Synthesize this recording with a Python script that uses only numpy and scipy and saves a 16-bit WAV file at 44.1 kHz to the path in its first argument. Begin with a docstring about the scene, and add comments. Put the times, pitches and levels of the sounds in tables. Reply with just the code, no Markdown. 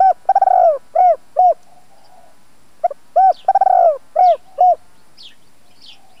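"""A spotted dove coos two phrases close by in a garden cage: stuttered pulses quicken into falling notes.
A valve chops its voice, and its inflated crop radiates an almost pure tone that sinks with the pressure.
A small bird chips down four times from both sides of its syrinx; another whistles faintly upward.
Stray peeps and two taps on the cage wire come between. Far away a second dove answers and an engine
revs, over a quiet outdoor hiss."""
import sys
import numpy as np
from scipy import signal
from scipy.fft import rfft, irfft, next_fast_len
from scipy.io import wavfile
from scipy.ndimage import map_coordinates

SR = 44100
rng = np.random.default_rng(int(sys.argv[2]) if len(sys.argv) > 2 else 0)


def wav_out(sig):
    """Save sig, one row per channel (or a flat mono array), as 16-bit PCM at SR to the path in sys.argv[1]."""
    wavfile.write(sys.argv[1], SR, np.round(np.clip(np.atleast_2d(sig).T, -1, 1) * 32767).astype(np.int16))


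N = 273417
TIME = np.arange(N) / SR
FULL_HZ, SLACK_HZ = 665.3, 499.5  # dove at full strength above; pressure gone
LEAD_S, EDGE_S = .015, 0.0061  # margin around a pulse; fade of a long note


def dove(cage_db=-31.5, near_db=-34, garden_db=-46, crop_hz=320):
    """The near dove, too small to radiate much bass, with echoes from cage, surroundings and garden."""
    song = rolls() + coos() + catches() + clucks()
    song = filtered(song, lambda hz: 1 - 1 / (1 + (hz / crop_hz) ** 6))
    cage = amp(cage_db) * echo(song, t60_s=.07)[:N]
    near = amp(near_db) * echo(song, t60_s=.18)[:N]
    garden = amp(garden_db) * echo(song, t60_s=1.0)[:N]
    return song + cage + near + garden


# rolled coos: (start [s], pitch factor, trill spacing [s], stutter length [s], quickening [pulses])
ROLLS = [(0.2911, 0.99, .0189, .35, 3.15), (3.4852, 0.99, .0186, .365, 3.16)]
# fall of a roll: (time from onset [s], base pitch [Hz])
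ROLL_PITCH = [(0, 788), (.07, 805), (.17, 781), (.29, 760), (.36, 709), (.39, 665), (.432, 598), (.47, 542),
              (.49, 490)]
def rolls(first_gap_s=.0652, first_pulse_s=0.027, trill_pulse_s=0.013, stutter_db=-5.5, trill_db=-7.5):
    """The valve chops one falling note into ever shorter, quicker, duller pulses, then stays open."""
    stutter_overtones_db, trill_overtones_db = (-28, -46, -44.5), (-31, -47, -50)
    rises_s = (0.0078, 0.011, .0086)  # first, second, later pulses
    out = np.zeros(N)
    for start, factor, trill_gap_s, stutter_s, quicken_pulses in ROLLS:
        hz = factor * curves(ROLL_PITCH)[0]
        t, k = 0, 0
        while t < stutter_s:
            worn = 1 - np.exp(-(k / 3.2) ** 2)
            length_s = between(first_pulse_s, trill_pulse_s, worn)
            db = between(stutter_db, trill_db, worn)
            overtones_db = between(stutter_overtones_db, trill_overtones_db, worn)
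            note = pulse(length_s, rises_s[min(k, 2)], hz[round(t * SR)], db, overtones_db)
            add(out, start + t - LEAD_S, note)
            t += between(trill_gap_s, first_gap_s, np.exp(-(k / quicken_pulses) ** 2))
            k += 1
        t -= EDGE_S
        fall = long_note(hz[round(t * SR):], octave_db=-32.5, slack_octave_db=-9.5,
                         twelfth_db=-57.5, whistle_db=-47.5)
        add(out, start + t, fall)
    return out


# long coos: (start [s], length [s], rise [s], crest delay [s], arch top [Hz], collapse [s],
# octave [dB], slack octave [dB], twelfth [dB], throat whistle [dB])
COOS = [(0.0, 0.12, 0.0047, 0.032, 772.7, 0.0064, -28.5, -11.5, -46, -44.5),
        (1, .15, 0.0029, 0.013, 740.6, 0.015, -35, -10.5, -36, -48.5),
        (1.386, 0.14, 0.0044, 0.029, 739, 0.0098, -52.5, -11.5, -59, -49),
        (3.1568, .16, .016, .081, 769.8, 0.0081, -32, -14.5, -50.5, -49),
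        (4.204, .152, .003, 0.01, 742.3, .014, -39, -8, -37.5, -47.5),
        (4.603, 0.14, 0.0034, .045, 731.6, .012, -53.5, -13, -61, -48.5)]
def coos(sag_hz_per_s2=7000, scoop_hz=213, release_s=.0095):
    """Each note scoops up, arches, and collapses as the pressure runs out."""
    out = np.zeros(N)
    for start, length_s, rise_s, crest_s, top_hz, collapse_s, *overtones_db in COOS:
        t = np.arange(0, length_s + release_s, 1 / SR)
        arch_hz = top_hz - sag_hz_per_s2 * (t - crest_s) ** 2 - scoop_hz * np.exp(-t / rise_s)
        spent = np.exp(np.minimum(0, t - length_s) / collapse_s)
        add(out, start, long_note(between(arch_hz, SLACK_HZ, spent), *overtones_db))
    return out


# catches of the voice: (start [s], length [s], rise [s], pitch [Hz], level [dB])
CATCHES = [(0.9581, 0.017, 0.019, 688, -10), (.984, .014, .013, 761, -7.5), (1.367, 0.015, 0.018, 615, -18),
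           (2.843, .023, .02, 718.4, -8.5), (2.907, .0155, 0.0054, 576, -21.5),
           (4.1626, .016, .021, 676, -12.5), (4.188, 0.014, 0.0072, 758, -7.5),
           (4.5843, .015, 0.022, 608, -19)]
def catches(octave_db=-39.5, twelfth_db=-35, whistle_db=-48.5):
    """Short pulses lead into a coo; the octave keeps its level however weak the pulse."""
    out = np.zeros(N)
    for start, length_s, rise_s, hz, db in CATCHES:
        overtones_db = (octave_db - db, twelfth_db, whistle_db)
        add(out, start - LEAD_S, pulse(length_s, rise_s, hz, db, overtones_db))
    return out


# valve clucks: (start [s], level [dB])
CLUCKS = [(.2547, -33), (.9407, -33.5), (1.1545, -32.5), (1.533, -39), (2.795, -41), (3.448, -34),
          (4.752, -29)]
def clucks():
    """Tiny pulses as the valve opens or shuts around a note."""
    out = np.zeros(N)
    for start, db in CLUCKS:
        note = pulse(length_s=0.0021, rise_s=0.0025, hz=650.8, db=db, overtones_db=(-18.5, -33, -43))
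        add(out, start - LEAD_S, note)
    return out


def long_note(hz, octave_db, slack_octave_db, twelfth_db, whistle_db):
    """Pitch stands for pressure: as it sinks the tone fades and croaks, and its overtones stand out."""
    t = np.arange(len(hz)) / SR
    slack = np.clip((FULL_HZ - hz) / (FULL_HZ - SLACK_HZ), 0, 1)
    push_db = 1.8 * np.exp(-t / .015)
    waver_db = 1.37 * wobble(46, len(hz))
    croak_db = 3.5 * slack ** 4 * wobble(400, len(hz))
    db = between(-6, -27, slack) + push_db + waver_db + croak_db
    voice = dove_voice(hz, between(octave_db, slack_octave_db, slack),
                       between(twelfth_db, -25, slack), between(whistle_db, -49.5, slack))
    return faded(amp(db) * voice, EDGE_S)


def pulse(length_s, rise_s, hz, db, overtones_db, fall_s=0.0061, knock_db=-31):
    """The valve opens with a knock and snaps shut; the pitch scoops up and the level overshoots."""
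    t = np.arange(-LEAD_S, length_s + LEAD_S, 1 / SR)
    gate = ramp(t / rise_s) * ramp((length_s - t) / fall_s)
    scoop = 1 - 0.2 / (1 + np.exp((t - .0015) / (0.21 * rise_s)))
    droop = 1 - .04 * ramp((t - length_s + .003) / .007)
    overshoot_db = 2.5 * np.exp(-((t - .005) / .006) ** 2)
    octave_db, twelfth_db, whistle_db = overtones_db
    whistle_db = whistle_db - 12 * (1 - gate)  # the throat whistle needs full pressure
    voice = dove_voice(hz * scoop * droop, octave_db, twelfth_db, whistle_db)
    knock = valve_knock(np.maximum(0, t + rise_s / 2))
    return amp(db) * (gate * amp(overshoot_db) * voice + amp(knock_db) * knock)


def valve_knock(t, ring_hz=1200, life_s=0.002):
    """The sudden opening gives the air in the throat one small knock."""
    return t / life_s * np.exp(1 - t / life_s) * np.sin(2 * np.pi * ring_hz * t)


# throat response: (frequency [Hz], gain [dB])
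THROAT_RESPONSE = [(1700, -20.5), (2300, 3), (2850, -2), (3400, -22.5), (4400, -24), (5100, -6.5),
                   (5600, 5.5), (5950, -6.5), (6400, -26.5), (9000, -27)]
def dove_voice(hz, octave_db, twelfth_db, whistle_db, husk_db=-52):
    """The crop radiates an almost pure tone; high overtones light up as they cross throat resonances."""
    phase = phase_of(hz * (1 + .0045 * wobble(200, len(hz))))
    tone = np.sin(phase) + amp(octave_db) * np.sin(2 * phase) + amp(twelfth_db) * np.sin(3 * phase)
    k = np.arange(4, 10)[:, None]
    rolloff_db = -3.0 * np.maximum(0, k - 7) ** 2
    whistle = np.sum(amp(along(THROAT_RESPONSE, k * hz) + rolloff_db) * np.sin(k * phase), axis=0)
    # turbulence grains the overtones and fills the gap between tone and octave
    grain = 1 + .45 * wobble(400, len(hz))
    husk = wobble(800, len(hz)) * np.sin(1.5 * phase)
    return tone + amp(whistle_db) * grain * whistle + amp(husk_db) * husk


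# chips: (start [s], gain [dB], pitch factor, echo [dB], rasp [dB])
CHIPS = [(3.309, -37.5, 0.96, -8, -16.5), (4.223, -34.5, 0.98, -8.5, -14), (5.171, -32, 0.97, -7, -28),
         (5.804, -35.5, 0.94, -1.5, -22.5)]
# the two sides of the syrinx: (time from onset [s], base pitch [Hz], relative level [dB])
CHIP_FALLING = [(0, 4700, -22.5), (.011, 4856, -12.5), (.017, 5150, -7.5), (.022, 5516, -6.5),
                (.028, 4684, -18.5), (.036, 4723, -1), (.052, 4270, -7.5), (.064, 3205, -5.5),
                (.072, 3618, -9.5), (.082, 3600, -1.5), (.102, 3030, -4.5), (.112, 2758, -12),
                (.16, 2394, -33.5)]
CHIP_RISING = [(.002, 2094, -30), (.018, 2586, -21), (.032, 3700, -17), (.042, 4300, -24)]
def chips():
    """A small bird's buzzy chips: one side of the syrinx falls, the other rises to meet it."""
    out = np.zeros(N)
    for start, db, factor, echo_db, rasp_db in CHIPS:
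        for contour in (CHIP_FALLING, CHIP_RISING):
            note = amp(db) * bird_note(contour, factor, buzz=0.049, rasp_db=rasp_db)
            add(out, start, note)
            add(out, start, amp(echo_db) * echo(note, t60_s=0.2))
    return out


# whistles: (start [s], relative level [dB], pitch factor)
WHISTLES = [(3.0, -64, 0.98), (4.442, -55, 0.94), (4.728, -56.5, 0.95), (4.939, -54, 0.95),
            (5.411, -53, .99), (5.646, -51.5, 1.1), (6.085, -51, 1.08)]
# one whistle: (time from onset [s], base pitch [Hz], relative level [dB])
WHISTLE_CONTOUR = [(0, 2920, 1.5), (.018, 3580, -1), (.042, 4415, -3), (.06, 4700, 0.5), (.08, 4480, -19.5)]
def whistles(gain_db=-7):
    """Thin rising whistles, scattered by the trees."""
    out = np.zeros(N)
    for start, db, factor in WHISTLES:
        note = bird_note(WHISTLE_CONTOUR, factor, buzz=.015, rasp_db=-19)
        add(out, start, amp(db + gain_db) * echo(note, t60_s=0.066))
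    return out


def bird_note(contour, factor, buzz, rasp_db, buzz_hz=290, octave_db=-23):
    """A whistle roughened by a fast flutter of pitch and level, and spread wide by a rasp."""
    hz, db = curves(contour)
    n = len(hz)
    flutter = np.sin(phase_of(buzz_hz * (1 + 0.36 * wobble(120, n))))
    bend = 1 + buzz * (flutter + .5 * wobble(700, n))
    phase = phase_of(factor * hz * bend)
    rasp = amp(rasp_db) * wobble(4400, n)
    tone = np.sin(phase) + amp(octave_db) * np.sin(2 * phase)
    return faded(amp(db) * (1 + 10 * buzz * flutter + rasp) * tone, edge_s=.003)


# peeps: (start [s], length [s], first pitch [Hz], last pitch [Hz], relative level [dB])
PEEPS = [(1.97, 0.027, 5200, 5100, -53), (1.977, 0.1, 2680, 3430, -59), (2.03, 0.029, 4960, 4940, -49),
         (4.555, 0.064, 2730, 2890, -48.5), (5.302, 0.024, 1544, 1936, -43.5),
         (5.696, 0.061, 2700, 3070, -50), (5.745, 0.049, 4810, 4600, -47.5),
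         (5.863, 0.025, 5230, 4400, -41), (5.908, 0.023, 5600, 5100, -41.5),
         (6.144, 0.054, 2295, 3160, -46.5)]
def peeps(gain_db=-5):
    """Stray sliding peeps, scattered by the trees."""
    out = np.zeros(N)
    for start, length_s, first_hz, last_hz, db in PEEPS:
        note = glide(length_s, first_hz, last_hz, edge_s=0.0027, waver=0.05)
        add(out, start, amp(db + gain_db) * echo(note, t60_s=0.085))
    return out


# distant coos: (start [s], length [s], first pitch [Hz], last pitch [Hz], level [dB])
FAR_COOS = [(1.645, 0.14, 731, 743, -45), (1.879, 0.22, 790, 715.5, -45.5), (2.07, 0.2075, 761, 615, -43.5),
            (4.424, 0.31, 734, 763, -45), (5.61, 0.1, 703, 720, -53), (5.859, 0.228, 797, 765, -49.5),
            (6.025, 0.17, 754, 702, -53)]
def far_dove(crop_hz=730, half_band_hz=140):
    """Rough notes blurred by echoes; only the band of the crop's resonance carries this far."""
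    out = np.zeros(N)
    for start, length_s, first_hz, last_hz, db in FAR_COOS:
        note = glide(length_s, first_hz, last_hz, edge_s=.025, waver=.025)
        wash = echo(note, t60_s=0.25)
        add(out, start, amp(db) * wash * np.linalg.norm(note) / np.linalg.norm(wash))
    return filtered(out, lambda hz: 1 / (1 + ((hz - crop_hz) / half_band_hz) ** 4))


def glide(length_s, first_hz, last_hz, edge_s, waver):
    """A soft, hoarse sliding tone."""
    n = int(length_s * SR)
    hz = np.linspace(first_hz, last_hz, n) * (1 + waver * wobble(170, n))
    hoarseness = .7 + .7 * wobble(500, n)
    return faded(hoarseness * np.sin(phase_of(hz)), edge_s)


# taps: (time [s], level [dB])
CAGE_TAPS = [(1.632, -48), (5.29, -50.5)]
# wire response: (frequency [Hz], gain [dB])
WIRE_RESPONSE = [(1000, -21.5), (3000, -4.5), (5500, 8.5), (7000, 5), (12000, -20.5)]
def cage_taps(t60_s=.035):
    """Light taps on the cage wire die at once."""
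    out, t = np.zeros(N), np.arange(SR // 10) / SR
    for start, db in CAGE_TAPS:
        add(out, start - .002, amp(db - 60 * t / t60_s) * rng.standard_normal(len(t)))
    return filtered(out, lambda hz: amp(along(WIRE_RESPONSE, hz)))


# revs: (time [s], firing rate [Hz], relative level [dB])
ENGINE_REVS = [(0, 166.5, -62.5), (0.251, 162.6, -61), (0.601, 167, -52), (.85, 163.8, -62.5),
               (1.102, 169.5, -62), (1.55, 146.5, -69.5), (1.93, 147.2, -77), (2.101, 163, -63),
               (2.36, 164.6, -64), (2.661, 179, -69.5), (2.92, 148.3, -62.5), (3.1, 161.6, -67.5),
               (3.45, 170, -60), (4.05, 173.6, -62), (4.449, 146, -69), (4.95, 181.2, -63),
               (5.401, 147.9, -85), (6.2, 145.4, -88.5)]
# engine colour: (frequency [Hz], gain [dB])
ENGINE_COLOUR = [(150, -22), (600, -16.5), (950, 4.5), (1150, -8), (1450, -1), (1620, -5), (2300, -18)]
def engine(gain_db=1.5):
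    """A small engine far off: its orders slide with the revs and fade in and out on the air."""
    times, firing_hz, db = np.transpose(ENGINE_REVS)
    phase = phase_of(np.interp(TIME, times, firing_hz))
    orders = 0
    for k in range(5, 12):
        order_db = along(ENGINE_COLOUR, k * firing_hz) + 1.2 * rng.standard_normal(len(times))
        orders += np.interp(TIME, times, amp(order_db)) * np.sin(k * phase)
    return np.interp(TIME, times, amp(db + gain_db)) * unit(orders)


# outdoor and microphone hiss: (frequency [Hz], relative density [dB])
AIR_SPECTRUM = [(25, -8.5), (60, -5), (110, -3.5), (250, -1), (400, -7.5), (650, -6.5), (1000, -9),
                (1500, -13), (2300, -14), (3300, -18.5), (4800, -16), (6200, -21), (9000, -42.5)]
MIC_SPECTRUM = [(4000, -22), (6500, -9), (7550, 1.5), (8150, -5.5), (8600, -1), (9050, -5), (9500, 3.5),
                (9950, -2.5), (10700, 1), (11800, -13), (13700, -11), (14550, 1), (15300, -21)]
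def background(air_db=-56.5, mic_db=-64.0, rumble_db=-70.7):
    """Steady outdoor hiss, a swelling low rumble and the microphone's own noise."""
    swell = amp(rumble_db + 4 * wobble(1.9, N))
    rumble = noise([(10, -7.5), (28, -8.5), (60, -6.5), (86, -1.5), (120, -15.0), (400, -61.0)])
    return amp(air_db) * noise(AIR_SPECTRUM) + swell * rumble + amp(mic_db) * noise(MIC_SPECTRUM)


def echo(x, t60_s):
    """Scatter from leaves and walls: a dying random tail."""
    t = np.arange(SR) / SR
    tail = rng.standard_normal(SR) * amp(-60 * t / t60_s) * (1 - np.exp(-t / 0.0058))
    return signal.fftconvolve(x, tail / np.linalg.norm(tail))


def noise(spectrum):
    """Coloured noise of rms 1."""
    return unit(filtered(rng.standard_normal(N), lambda hz: amp(along(spectrum, hz))))


def amp(db):
    """Decibels to gain."""
    return 10 ** (np.asarray(db) / 20)


def unit(x):
    """x at rms 1."""
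    return x / np.sqrt(np.mean(x ** 2) + 1e-20)


def between(a, b, share):
    """From a at share 0 to b at share 1."""
    return np.asarray(a) * (1 - share) + np.asarray(b) * share


def ramp(u):
    """Smooth step from 0 to 1, one unit wide, centred on 0."""
    return np.sin(np.pi / 2 * np.clip(u + .5, 0, 1)) ** 2


def along(points, hz):
    """(Hz, value) points read on a log axis."""
    knots_hz, values = np.transpose(points)
    return np.interp(np.log(hz + 1), np.log(knots_hz + 1), values)


def curves(rows):
    """One value per sample for each column after the time."""
    times, *columns = np.transpose(rows)
    return [np.interp(np.arange(times[0], times[-1], 1 / SR), times, c) for c in columns]


def wobble(rate_hz, n):
    """Smooth random curve of n samples, rate_hz knots a second."""
    knots = rng.standard_normal(int(n * rate_hz / SR) + 4)
    return map_coordinates(knots, [np.arange(n) * rate_hz / SR])


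def phase_of(hz):
    """Running phase of a gliding tone."""
    return 2 * np.pi * np.cumsum(hz) / SR


def faded(x, edge_s):
    """x with soft ends."""
    return x * signal.windows.tukey(len(x), min(1, 2 * edge_s * SR / len(x)))


def add(track, start_s, x):
    """Mix x into the track."""
    i = max(0, round(start_s * SR))
    track[i:i + len(x)] += x[:max(0, N - i)]


def filtered(x, response):
    """x shaped by a gain function of frequency."""
    m = next_fast_len(N + SR // 2)
    return irfft(rfft(x, m) * response(np.fft.rfftfreq(m, 1 / SR)), m)[:N]


def limiter(x, ceiling_db, attack_s):
    """Gain control holds loud notes at one level; it lags, so their onsets overshoot."""
    pole = np.exp(-1 / (attack_s * SR))
    envelope = np.abs(signal.hilbert(x, next_fast_len(N))[:N])
    level = signal.lfilter([1 - pole], [1, -pole], envelope)
    return x / np.maximum(1, level / amp(ceiling_db))


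def scene():
    """The near dove over the garden's background, in mono."""
    birds = dove() + chips() + whistles() + peeps() + far_dove()
    return (birds + cage_taps() + engine() + background())[None]


def record(dry, boost_db=1, top_hz=15680, dc_offset=-.0108):
    """The recorder boosts, limits loud notes, cuts the top band and adds a small constant offset."""
    held = limiter(amp(boost_db) * dry[0], ceiling_db=-5.5, attack_s=.003)
    return filtered(held, lambda hz: hz < top_hz)[None] + dc_offset


dry = scene()
out = record(dry)
wav_out(out)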